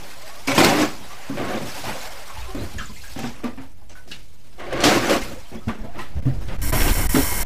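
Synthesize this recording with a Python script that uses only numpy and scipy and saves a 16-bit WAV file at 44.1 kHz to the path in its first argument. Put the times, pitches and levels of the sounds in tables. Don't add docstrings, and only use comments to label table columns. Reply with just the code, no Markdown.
import sys
import numpy as np
from scipy import signal
from scipy.fft import rfft, irfft, next_fast_len
from scipy.io import wavfile
from scipy.ndimage import uniform_filter1d, map_coordinates

SR = 44100
rng = np.random.default_rng(int(sys.argv[2]) if len(sys.argv) > 2 else 0)


def amp(db):
    return 10 ** (np.asarray(db, float) / 20)


def write(x):
    x = np.atleast_2d(x).T
    wavfile.write(sys.argv[1], SR, np.round(np.clip(x, -1, 1) * 32767).astype(np.int16))


N = 328545
ATTACK_S, RELEASE_DB_PER_S = 0.0021, 179


def unit(x):
    return x / np.sqrt(np.mean(x ** 2) + 1e-20)


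def energy_sum(*gains):
    return np.sqrt(np.sum(np.square(gains), axis=0))


def along(points, hz):
    f, v = np.transpose(points)
    return np.interp(np.log(hz + 1), np.log(f + 1), v)


def curves(rows):
    s, *cols = np.transpose(rows)
    return [np.interp(np.arange(N) / SR, s, c) for c in cols]


def noise():
    return rng.standard_normal(N)


def wobble(rate):
    coarse = np.arange(0, N + 16, 16)
    knots = rng.standard_normal(N // 40)
    return np.interp(np.arange(N), coarse, map_coordinates(knots, [coarse * rate / SR]))


def flutter(length, depth, size):
    drift = uniform_filter1d(rng.standard_normal(length), size=size)
    return 1 + depth * np.tanh(unit(drift))


def filtered(x, response):
    m = next_fast_len(N + SR // 2)
    return irfft(rfft(x, m) * response(np.fft.rfftfreq(m, 1 / SR)), m)[:N]


def modes(table):
    def response(f):
        return sum((-1) ** k * amp(db) * 1j * f * width / (centre ** 2 - f * f + 1j * f * width)
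                   for k, (centre, width, db) in enumerate(table))
    return response


def patchy(patchy_db):
    z = signal.stft(noise(), nperseg=256)[2]
    field = uniform_filter1d(rng.standard_normal(z.shape), 3, 0)
    field = uniform_filter1d(field, 8, 1)
    return signal.istft(z * amp(patchy_db * unit(field)), nperseg=256)[1][:N]


def coloured(x, spectrum):
    def response(hz):
        inside = (hz > spectrum[0][0]) & (hz < spectrum[-1][0])
        return amp(along(spectrum, hz)) * inside
    return unit(filtered(x, response))


def span(start, end, edge):
    corners = [start - edge / 2, start + edge / 2, end - edge / 2, end + edge / 2]
    return np.interp(np.arange(N) / SR, corners, [0, 1, 1, 0])


def place(out, s, sound):
    out[round(s * SR):][:len(sound)] += sound


def puff(t, t60):
    return amp(-60 * t / t60) * (1 - np.exp(-t * 2000)) * rng.standard_normal(len(t))


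def surge(s, db, climb, hold, release):
    climb_db, sag_db_per_s = 22, 8
    t = np.arange(0, N, 64) / SR
    age = t - s[:, None]
    sag = -sag_db_per_s * np.minimum(age, hold) - release * np.maximum(age - hold, 0)
    shape_db = np.where(age < 0, climb_db * age / climb, sag)
    power = np.sum(amp(2 * (db[:, None] + shape_db)), axis=0)
    return np.interp(np.arange(N) / SR, t, np.sqrt(power))


def slosh():
    # (time [s], hollow level [dB], hold [s], splash over
    # hollow [dB], thud over hollow [dB])
    sudden_slaps = [(0.479, -28.5, 0.18, 5.5, -3.5), (0.575, -17, 0.038, 1, -10), (0.632, -18, 0.061, 1, -9.5),
                    (1.294, -35, 0.097, -11, 1.5), (1.392, -29.5, 0.16, -4.5, -4.5),
                    (1.601, -30, 0.028, -6.5, -1), (2.546, -30, 0.069, -8.5, -5), (2.741, -42, 0.077, -4, 3),
                    (2.892, -45.5, 0.015, -5, 5.5), (3.158, -33, 0.037, -1.5, -3), (3.23, -32.5, 0.011, 1, 1.5),
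                    (3.34, -46, 0.1, 1.5, -6), (3.434, -28, 0.0034, -3, -15), (3.574, -42.5, 0.014, 1.5, 1),
                    (3.894, -53.5, .03, 3.5, -18), (3.97, -67, 0.048, 12, -10), (4.057, -47.5, 0.051, -14, -18),
                    (4.104, -47, 0.014, -2, 5),
                    (4.589, -42, 0.24, 5, -8), (4.726, -32, 0.1, -1, -4), (4.835, -20, 0.092, 2.5, -7.5),
               (5.515, -42.5, .05, -2.5, 4.5), (5.68, -32.5, .03, 0, -6), (5.798, -42, 0.057, -24, 3),
               (5.946, -40, 0.037, -1, -2), (5.984, -38, 0.012, 1.5, -9), (6.164, -38, .03, -7.5, 8),
               (6.252, -33, 0.06, -12, 0), (6.481, -36, 0.05, -1, 2), (6.617, -40, 0.1, -12, 1.5),
               (6.719, -28.5, 0.034, 2.5, 0), (7.147, -23, 0.025, 1, -3)]
    # (crest time [s], hollow level [dB], climb [s], splash over hollow [dB], thud over hollow [dB])
    waves = [(0.0, -40.5, .05, -11, -1), (0.824, -20, 0.26, 1, -9.5), (1.05, -44.5, 0.46, -13, 0.5),
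             (1.888, -32.5, 0.11, 6, 1.5), (4.97, -21, 0.25, -1, -4), (5.132, -17.5, 0.27, -1, -14),
             (5.32, -36.5, 0.53, -8, -2.5), (6.14, -54, .1, -4, 11), (6.42, -40, 0.59, -9, -3),
             (6.871, -21, 0.21, -3, -5), (7.05, -32.5, 0.85, 0, 3.5), (7.41, -35.5, 0.79, 2.5, 1.5)]
    spray_grows, spray_db, spray_release = 1.74, 7, 159
    s, db, length, wet_db, heft_db = np.transpose(sudden_slaps + waves)
    slap = (np.arange(len(s)) < len(s) - len(waves))[:, None]
    climb = np.where(slap, ATTACK_S, length[:, None])
    hold = slap * length[:, None]
    crest = s + ATTACK_S * slap[:, 0]
    splash_db = db + wet_db
    levels = db, splash_db, spray_grows * splash_db + spray_db, db + heft_db
    releases = RELEASE_DB_PER_S, RELEASE_DB_PER_S, spray_release, RELEASE_DB_PER_S
    return [surge(crest, level, climb, hold, release) for level, release in zip(levels, releases)]


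def hollow_frame():
    # (frequency [Hz], width [Hz], level [dB])
    shelter = [(243, 121, 1), (354, 170, -0.5), (546, 137, -3.5), (760, 75, -13)]

    def cavity(hz):
        return modes(shelter)(hz) / (1 + (hz / 800) ** 4) / (1 + (170 / (hz + 1)) ** 4)
    return unit(filtered(noise() * amp(0.91 * wobble(77)), cavity))


def bubbles(count, centre_hz, cycles, spread_db, size, rise):
    when, pitch, share = rng.random((3, count, 1)).astype(np.float32)
    t = np.arange(size, dtype=np.float32) / SR
    hz = centre_hz * 2 ** (2.4 * (pitch - .5))
    age = t * hz / cycles
    loudness = amp(-spread_db * np.log(share + 0.015))
    tone = loudness * age * np.exp(-3 * age) * np.sin(2 * np.pi * hz * t * (1 + rise * age))
    at = (when * N).astype(int) + np.arange(size)
    return unit(np.bincount(at.ravel(), tone.ravel(), minlength=N)[:N])


def splashing():
    # (frequency [Hz], spectral level [dB/Hz])
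    splash = [(380, -6.5), (620, -6), (750, -1), (1000, -4.5), (2000, -6.5), (3000, -12), (4200, -19.5),
              (6500, -31)]
    cloud = bubbles(count=1100, centre_hz=1208.8, cycles=25.5, spread_db=-0.5, size=1400, rise=0.04)
    return unit(0.6 * coloured(patchy(0.51), splash) + 0.41 * cloud)


def water(hollow_gain, splash_gain, spray_gain):
    # (time [s], patter level [dB], gurgle over patter [dB])
    runoff = [(0, -43.5, 3), (.4, -45, 1.5), (1.0, -44, 1.5), (1.27, -45, 7), (1.84, -36.5, -0.5),
              (2.09, -39.5, 4), (2.14, -43, 3.5), (2.7, -44, 2), (2.9, -47.5, -16), (3.1, -43.5, -1.5),
              (3.4, -52, -17), (3.8, -62.5, 2.5), (4.2, -57.5, -4.5), (4.5, -56, -3), (5.33, -47, 3),
              (5.62, -54.5, -1), (5.9, -57.5, 10.5), (6.55, -49.5, -14)]
    # (time [s], level [dB], hold [s], fine spray over level [dB])
    bursts = [(0.471, -28.5, 0.024, -10), (0.547, -26.5, 0.025, -10), (2.78, -43, 0.1, -20),
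              (3.174, -39.5, 0.1, -17), (3.02, -56, 0.033, 3), (3.61, -58, 0.011, -3),
              (3.892, -50.5, 0.037, -22), (3.947, -56, .04, -2), (4.082, -52, .03, -11),
              (4.103, -49, 0.015, -4), (5.22, -37, 0.015, -7), (5.979, -46, 0.038, -6)]
    # (frequency [Hz], spectral level [dB/Hz])
    coarse_spray = [(2000, -2.5), (3000, -1.5), (5000, -1), (8200, -6), (8500, -47)]
    fine_spray = [(7900, -16), (8400, -2.5), (12000, -3), (15800, -9)]
    patter_db, gurgle_db = curves(runoff)
    s, db, hold, fine_db = np.transpose(bursts)
    burst, fine_burst = [surge(s + ATTACK_S, level, ATTACK_S, hold[:, None], RELEASE_DB_PER_S)
                         for level in (db, db + fine_db)]
    lap = amp(-55.5 + 0.21 * (patter_db + gurgle_db + 44.5))
    hollow = energy_sum(hollow_gain, lap) * hollow_frame()
    splash = energy_sum(splash_gain, amp(patter_db + gurgle_db)) * splashing()

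    patter = patchy(2.3) * amp(0.96 * wobble(200))
    mist = energy_sum(spray_gain, burst, amp(patter_db)) * coloured(patter, coarse_spray)
    steady_hiss = np.full(N, amp(-67))
    fine_gain = energy_sum(spray_gain * amp(-9.5), fine_burst, amp(patter_db - 6.5), steady_hiss)
    fine = fine_gain * coloured(patter, fine_spray)

    beads = bubbles(count=500, centre_hz=1700, cycles=22, spread_db=2.5, size=700, rise=.12)
    trickle = amp(1.95 * patter_db + 27) * beads
    return amp(1.04 * wobble(40) - 2.5) * (hollow + splash + mist + fine + trickle)


def knocks():
    # (time [s], peak level [dB], ring frequency [Hz], crack over ring [dB])
    frame_blows = [(0.475, -9, 275, -4), (0.578, -23, 262, -6), (0.607, -20, 325, 6), (0.646, -13, 179, 12),
                   (1.296, -14.5, 277, -10), (1.371, -20, 353, -22), (1.618, -21.5, 230, -19),
                   (1.86, -36, 90, -14), (2.548, -14.5, 292.6, -11), (2.609, -18, 91.5, -15),
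                   (3.164, -43, 304, -10), (3.19, -23, 227, 6), (3.239, -14, 239.5, -13),
                   (3.441, -9.5, 243, -12), (3.5763, -23, 267.5, -19), (4.594, -37, 615, -10),
                   (4.846, -11, 290, 7), (5.105, -8, 553, -6), (5.524, -28, 361, -19),
                   (5.548, -21, 225, -8.5), (5.672, -10.5, 224, -32), (5.785, -23.5, 211, -20),
                   (6.159, -24, 89, -29), (6.257, -3, 132, -40), (6.272, -8, 130.4, -40),
                   (6.476, -17.5, 111.6, -22), (7.149, -33, 324, -12), (7.161, -7, 301, -5)]
    # (time [s], peak level [dB], ring frequency [Hz], t60 [s])
    thumps = [
        (0.581, 2.5, 154, 0.039),
        (2.379, -20, 57.7, 0.28),
        (5.671, -4.5, 102.4, 0.057),
        (6.154, -14, 71, 0.43),
    ]
    out, t = np.zeros(N + SR), np.arange(SR // 4) / SR
    blows = [(s, db, hz, 0.15, crack_db) for s, db, hz, crack_db in frame_blows]
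    blows += [(*row, -41) for row in thumps]
    for s, db, hz, t60, crack_db in blows:
        ring = np.sin(2 * np.pi * hz * t)
        ring += 0.18 * np.sin(2 * np.pi * 1.9 * hz * t + rng.random() * 2 * np.pi)
        ring *= amp(-60 * t / (t60 + 0.0048)) * (1 - np.exp(-t / 0.0043))
        crack = signal.lfilter([.4], [1, -.75], puff(t, t60 * 0.16 + 0.0083))
        place(out, s, amp(db - 5) * (ring + amp(crack_db) * crack))
    return out[:N]


def drips():
    # (time [s], peak level [dB], bubble frequency [Hz])
    round_drips = [(0.48, -14, 2220), (0.516, -25, 2300), (1.839, -19.5, 656), (1.939, -25, 658),
                   (2.3, -25, 1080), (2.363, -25, 860), (2.418, -28, 2570), (2.803, -21.5, 1273),
                   (2.894, -36, 1010), (3.037, -27.5, 1613), (3.618, -33, 888), (3.817, -39.5, 812),
                   (3.952, -28.5, 1470), (5.614, -37, 1260), (5.988, -23, 1010)]
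    # (time [s], peak level [dB], bubble frequency [Hz], life [s], glide [share])
    plinks = [(1.95, -20.5, 536, 0.046, -0.025), (2.12, -30, 559, 0.061, -0.0033),
              (2.365, -43, 2850, 0.056, .02), (2.59, -32, 3900, 0.062, 0.072),
              (2.784, -20, 1774, 0.066, -0.17), (2.79, -30, 3320, 0.038, -0.059),
              (2.963, -32.5, 2060, 0.038, 0.041), (3.44, -23.5, 1169, 0.034, 0.025),
              (5.35, -31, 584, 0.04, 0.012), (5.69, -21, 990, 0.019, 0.016),
              (5.84, -27.5, 636, 0.073, 0.07), (5.988, -30, 1900, 0.034, 0.016)]
    out, t = np.zeros(N + SR), np.arange(SR // 4) / SR
    for s, db, hz, life, glide in [(*row, 0.035, 0.014) for row in round_drips] + plinks:
        age = t / (life + 0.0023)
        cluster = flutter(len(t), 1.04, 90)
        envelope = (1 - np.exp(-t / 0.00046)) * np.exp(-age ** 2 * 2)
        tone = np.sin(2 * np.pi * hz * t * (1 + glide * age))
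        place(out, s, amp(db - 12.0) * cluster * envelope * tone)
    return out[:N]


def snaps():
    # (time [s], peak level [dB], centre frequency [Hz], t60 [s])
    spray_snaps = [(1.372, -13, 1150, 0.31), (2.784, -24, 3080, 0.15), (3.016, -40, 5060, 0.15),
                   (3.618, -30, 1680, 0.13), (3.895, -40, 4960, 0.15), (4.076, -35, 4080, 0.17),
                   (4.114, -21, 3360, 0.26), (4.2294, -44, 7200, 0.19), (4.732, -25, 1320, 0.38),
                   (4.804, -14, 3600, 0.45), (4.8395, -0.5, 3600, 0.45), (5.2487, -20, 2180, 0.13),
                   (5.9897, -20.5, 2050, 0.38), (6.485, -21.5, 2100, 0.1), (6.8035, -11.5, 2180, 0.22),
                   (6.88, -9, 2260, 0.28), (7.149, -15, 2280, 0.23)]
    out, t = np.zeros(N + SR), np.arange(SR // 4) / SR
    for s, db, hz, t60 in spray_snaps:
        band = signal.butter(2, [hz * 0.4, hz * 1.63], "band", fs=SR)
        burst = puff(t, t60 + 0.014) + 2.1 * puff(t, 0.02)
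        place(out, s, amp(db - 10) * signal.lfilter(*band, burst))
    return out[:N]


def creak():
    # (start [s], end [s], slip rate [Hz], level [dB])
    start, end, hz, db = (2.485, 2.548, 380, -36)
    turn = 2 * np.pi * hz * np.arange(N) / SR
    return amp(db) * span(start, end, 0.017) * (np.sin(turn) + 0.4 * np.sin(2 * turn) + 0.19 * np.sin(3 * turn))


def scrape():
    # (start [s], end [s], first level [dB], last level [dB])
    drags = [
        (0.716, 0.875, -25, -33),
        (1.373, 1.444, -30, -30.5),
        (1.446, 1.589, -29.5, -29),
        (4.581, 4.66, -41, -32),
        (4.662, 4.718, -41, -33),
        (4.72, 4.784, -26, -23),
        (4.787, 4.846, -27, -19),
        (4.86, 4.99, -21, -24),
        (5.081, 5.183, -26, -25.5),
    ]
    # (frequency [Hz], width [Hz], level [dB])
    bucket = [(336, 26, 5.5), (536, 29, 3), (690, 16, 3), (1092, 9.6, 3.5), (1470, 130, -10.5),
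              (2170, 190, -14.5), (2760, 210, -16), (4300, 2100, -31)]
    grip = wobble(90)
    slips = noise() * amp(1.2 * grip)
    tilt = np.pi / 4 * (1 + np.tanh(2 * unit(uniform_filter1d(grip, size=2000))))
    drag = 0
    for start, end, first_db, last_db in drags:
        level = np.interp(np.arange(N) / SR, [start, end], [first_db, last_db])
        drag = drag + span(start, end, 0.0054) * amp(level)

    def wall(shift):
        return filtered(slips, lambda hz: modes(bucket)(hz / shift) / (1 + (300 / (hz + 1)) ** 6))
    return drag * unit(np.cos(tilt) * wall(1) + np.sin(tilt) * wall(1.07))


def pockets():
    # (time [s], length [s], frequency [Hz], peak level [dB])
    air_pockets = [(0.225, 0.056, 631, -45), (0.29, 0.05, 1110, -45), (0.385, .06, 693, -49),
                   (0.499, 0.06, 555, -24), (0.514, 0.067, 279, -26), (0.578, 0.016, 1064, -15.5),
                   (0.603, 0.03, 760, -19), (0.642, 0.033, 1473, -22), (0.662, 0.07, 782, -23),
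                   (0.726, .07, 292.5, -21.5), (0.79, 0.071, 300, -17.5), (1.083, 0.077, 1162, -42.5),
                   (1.395, 0.038, 1163, -32), (1.53, 0.054, 221, -25.5), (1.57, 0.012, 3600, -36),
                   (1.771, 0.062, 950, -45), (1.779, 0.033, 284, -39), (1.91, 0.043, 640, -38),
                   (2.212, .05, 565, -48), (2.36, 0.042, 2840, -45), (2.397, 0.031, 3710, -45),
                   (2.464, 0.059, 1050, -41), (3.163, 0.016, 279, -28.5), (3.175, 0.065, 778, -36),
                   (3.245, 0.024, 764, -34), (4.107, 0.035, 1670, -44), (4.803, 0.041, 4300, -35),
                   (4.855, 0.072, 733, -20.5), (4.86, 0.039, 300, -16.5), (4.895, 0.035, 595, -20),
                   (4.945, 0.019, 329, -18), (5.132, 0.046, 312, -29), (5.352, 0.046, 509, -39),
                   (5.561, 0.037, 556, -43), (5.567, 0.032, 3348, -49), (5.69, 0.023, 1163, -31.5),
                   (5.873, 0.042, 705, -39), (5.94, 0.032, 693, -45), (5.985, 0.033, 1900, -39),
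                   (6.01, 0.031, 1293, -38), (6.626, 0.09, 286, -32.5), (7.172, 0.041, 267, -15)]
    out, t = np.zeros(N + SR), np.arange(SR // 8) / SR
    for s, length, hz, db in air_pockets:
        age = np.minimum(t / length, 1)
        swell = flutter(len(t), 0.45, 200) * np.sqrt(np.abs(np.sin(np.pi * age)))
        place(out, s, amp(db) * swell * np.sin(2 * np.pi * hz * t * (1 + 0.031 * (age - 1))))
    return out[:N]


def ticks():
    # (time [s], peak level [dB], centre frequency [Hz])
    ice_ticks = [(0.516, -8, 2240), (0.553, -12, 2820), (0.5805, -7, 1600), (0.6042, 0.5, 1290),
                 (0.6463, -2.5, 3180), (1.369, -25, 1300), (3.5743, -42, 2200), (3.618, -28, 1100),
                 (4.078, -34, 1660), (4.599, -22, 1090), (4.7284, -17.5, 2400), (5.0407, -16, 1070),
                 (5.0972, -3.5, 1610), (5.217, -15, 2140), (5.684, -17.5, 1290), (6.225, -35.5, 1120),
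                 (6.6175, -24, 2500), (6.805, -12, 2100), (6.817, -4, 1500), (6.83, -14, 1700),
                 (6.877, -16, 3200), (6.895, -8, 2200), (6.953, -16, 1800), (6.587, -40, 1200),
                 (7.1492, -12, 1000), (7.1614, -28, 1000)]
    out, t = np.zeros(N + SR), np.arange(SR // 8) / SR
    for s, db, hz in ice_ticks:
        band = signal.butter(1, [hz * 0.83, hz * 2], "band", fs=SR)
        crack = amp(-60 * t / 0.068) * rng.standard_normal(len(t))
        place(out, s, amp(db - 9) * signal.lfilter(*band, crack))
    return out[:N]


def chips():
    # (time [s], peak level [dB], frequency [Hz], t60 [s])
    ice_chips = [(0.4805, -20.5, 2290, 0.11), (0.5165, -15, 2250, 0.045), (0.5784, -5, 308, 0.045),
                 (0.58, -17, 3200, .03), (0.607, -2, 325, 0.048), (0.565, -22, 1790, .05),
                 (2.782, -36, 6700, .06), (2.788, -38, 2780, 0.16), (2.79, -37, 3070, 0.13),
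                 (2.793, -32, 1354, 0.13), (2.856, -37, 7100, .06), (2.958, -40, 7600, .04),
                 (3.014, -41, 4250, .06), (3.02, -44, 4960, 0.092), (3.078, -38, 6460, .04),
                 (3.897, -43, 6100, .04), (3.974, -45, 1496, 0.2), (4.116, -35, 2710, 0.15),
                 (4.117, -32, 2900, 0.1), (4.118, -41, 3290, .12), (4.117, -39, 3870, 0.16),
                 (4.12, -41, 4260, .12), (4.8388, -3, 3080, 0.013), (5.218, -31, 2110, 0.12),
                 (5.456, -47, 3120, 0.14), (5.995, -35, 360, .1), (5.99, -38, 2660, 0.14),
                 (6.26, -21, 282, 0.18), (6.5, -30.5, 525, 0.14), (6.509, -25, 195, 0.12),
                 (7.1446, -10, 263, .1), (7.161, -11.5, 417, 0.12), (2.005, -28, 4060, .04),
                 (1.371, -29, 1210, .04), (3.575, -41, 905, .04), (4.076, -42, 705, .03),
                 (5.672, -32, 740, 0.04), (0.624, -10, 634, 0.1)]
    out, t = np.zeros(N + SR), np.arange(SR // 8) / SR
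    for s, db, hz, t60 in ice_chips:
        rough = flutter(len(t), 0.65, int(np.clip(150000 / hz, 20, 400)))
        envelope = amp(db - 60 * t / t60) * (1 - np.exp(-t / 0.00037))
        place(out, s, envelope * rough * np.sin(2 * np.pi * hz * t))
    return out[:N]


def hiss():
    # (start [s], end [s], level [dB])
    flows = [
        (6.617, 6.715, -29.5),
        (6.726, 7.072, -27),
        (7.092, 7.432, -26),
    ]
    # (frequency [Hz], spectral level [dB/Hz])
    jet_spectrum = [(240, -28), (400, -6), (863, -12), (1100, -7), (2380, -14), (4690, -13.5), (5380, -9),
                    (15800, -8.5)]
    # (frequency [Hz], width [Hz], level [dB])
    nozzle = [(973, 32, -1.5), (1580, 33, -2.5), (1900, 73, -5), (2164, 90, -3), (3070, 43, -7),
              (4260, 180, -15.5), (5540, 45, -2), (7200, 84, -8.5), (8100, 180, -8), (9860, 100, -8),
              (12800, 90, -6.5), (14300, 73, -3.5)]
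    jet = coloured(patchy(0.5), jet_spectrum)
    whistles = unit(filtered(noise(), modes(nozzle)))
    beat = np.cumsum(96 * (1 + 0.18 * wobble(48))) / SR
    chatter = np.exp(-8 * (beat % 1)) * noise()
    top = coloured(chatter, [(8500, 1), (12000, 5), (15500, -11.0)])
    flow = sum(amp(db) * span(start, end, 0.0009) for start, end, db in flows) * amp(wobble(12))
    return flow * unit(jet + whistles + 0.61 * top)


def shake(thud_gain):
    # (time [s], sway level [dB])
    sway_levels = [(0, -53), (.56, -45), (1.3, -47), (1.45, -42), (1.8, -43.5), (2.34, -45), (2.38, -33),
                   (2.8, -34.5), (3.4, -41.5), (3.8, -45.5), (4.57, -48), (4.7, -35.5), (5.5, -43),
                   (6.1, -42), (6.3, -27), (6.62, -25), (6.8, -14.5), (7.45, -27.5)]
    # (crest time [s], level [dB])
    jolts = [(.58, -32), (1.64, -42), (2.61, -37), (2.761, -23.5), (4.13, -41), (4.88, -34), (5.225, -26),
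             (5.54, -30), (5.69, -25), (5.81, -24.5), (5.989, -31), (6.18, -28), (6.658, -14), (6.829, -16),
             (6.89, -27), (7.06, -14), (7.2, -37), (7.41, -23)]
    # (frequency [Hz], spectral level [dB/Hz])
    sway_spectrum = [(8, -16), (14, -9.5), (30, -2.5), (55, -8), (85, -9), (110, -22)]
    thud_spectrum = [(70, -38), (95, -3), (128, 4), (175, -5.5), (230, 0.5)]
    s, db = np.transpose(jolts)
    swing = energy_sum(amp(curves(sway_levels)[0]), surge(s, db, 0.0061, 0, 348))
    sway = coloured(noise() * amp(1.1 * wobble(11)), sway_spectrum)
    thud = coloured(noise(), thud_spectrum)
    thud_level = np.hypot(thud_gain, amp(-55.5))
    return amp(-2.5) * swing * sway + amp(-2.0) * thud_level * thud


def room(x):
    # (frequency [Hz], t60 [s])
    walls = [(150, 0.25), (1500, 0.28), (10000, 0.048)]
    hz, t, z = signal.stft(rng.standard_normal(SR // 3), SR, nperseg=256)
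    decay = amp(-60 * t / along(walls, hz)[:, None])
    tail = signal.istft(z * decay, SR, nperseg=256)[1]
    return signal.fftconvolve(np.pad(x, (200, 0)), tail / np.linalg.norm(tail))[:N]


def scene():
    # (start [s], end [s])
    lulls = [
        (6.928, 6.952),
        (7.292, 7.313),
    ]
    *wet_gains, thud_gain = slosh()
    contacts = knocks() + drips() + snaps() + creak()
    body = water(*wet_gains) + contacts + amp(-9.5) * room(contacts)
    body += scrape() + pockets() + ticks() + chips() + shake(thud_gain)
    lull = sum(span(start, end, 0.0017) for start, end in lulls)
    return (body * (1 - 0.63 * lull) + hiss())[None]


def band_limit(x):
    return signal.sosfilt(signal.butter(12, 15980, fs=SR, output="sos"), x)


def record(dry):
    # (start [s], end [s])
    dropouts = [
        (6.204, 6.223),
        (6.568, 6.586),
        (6.706, 6.723),
        (7.072, 7.09),
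        (7.436, 7.46),
    ]
    # (time [s], offset [full scale])
    offset = [(0, .038), (5.8842, .034), (5.8848, .072), (5.9822, .075), (5.9828, .04), (6.015, .072),
              (7.45, .072)]
    lost = sum(span(start, end, 0.00089) for start, end in dropouts)
    slow = filtered(dry[0], lambda hz: 1 / (1 + (hz / 60) ** 4))
    x = slow + (dry[0] - slow) * (1 - lost * (1 - amp(-10.0))) + curves(offset)[0]
    x = x / (1 + np.abs(x / .98) ** 6) ** (1 / 6)
    x = filtered(x, lambda hz: 1 / (1 + (hz / 15430) ** 400))
    return band_limit(x[None])


dry = scene()
out = record(dry)
write(out)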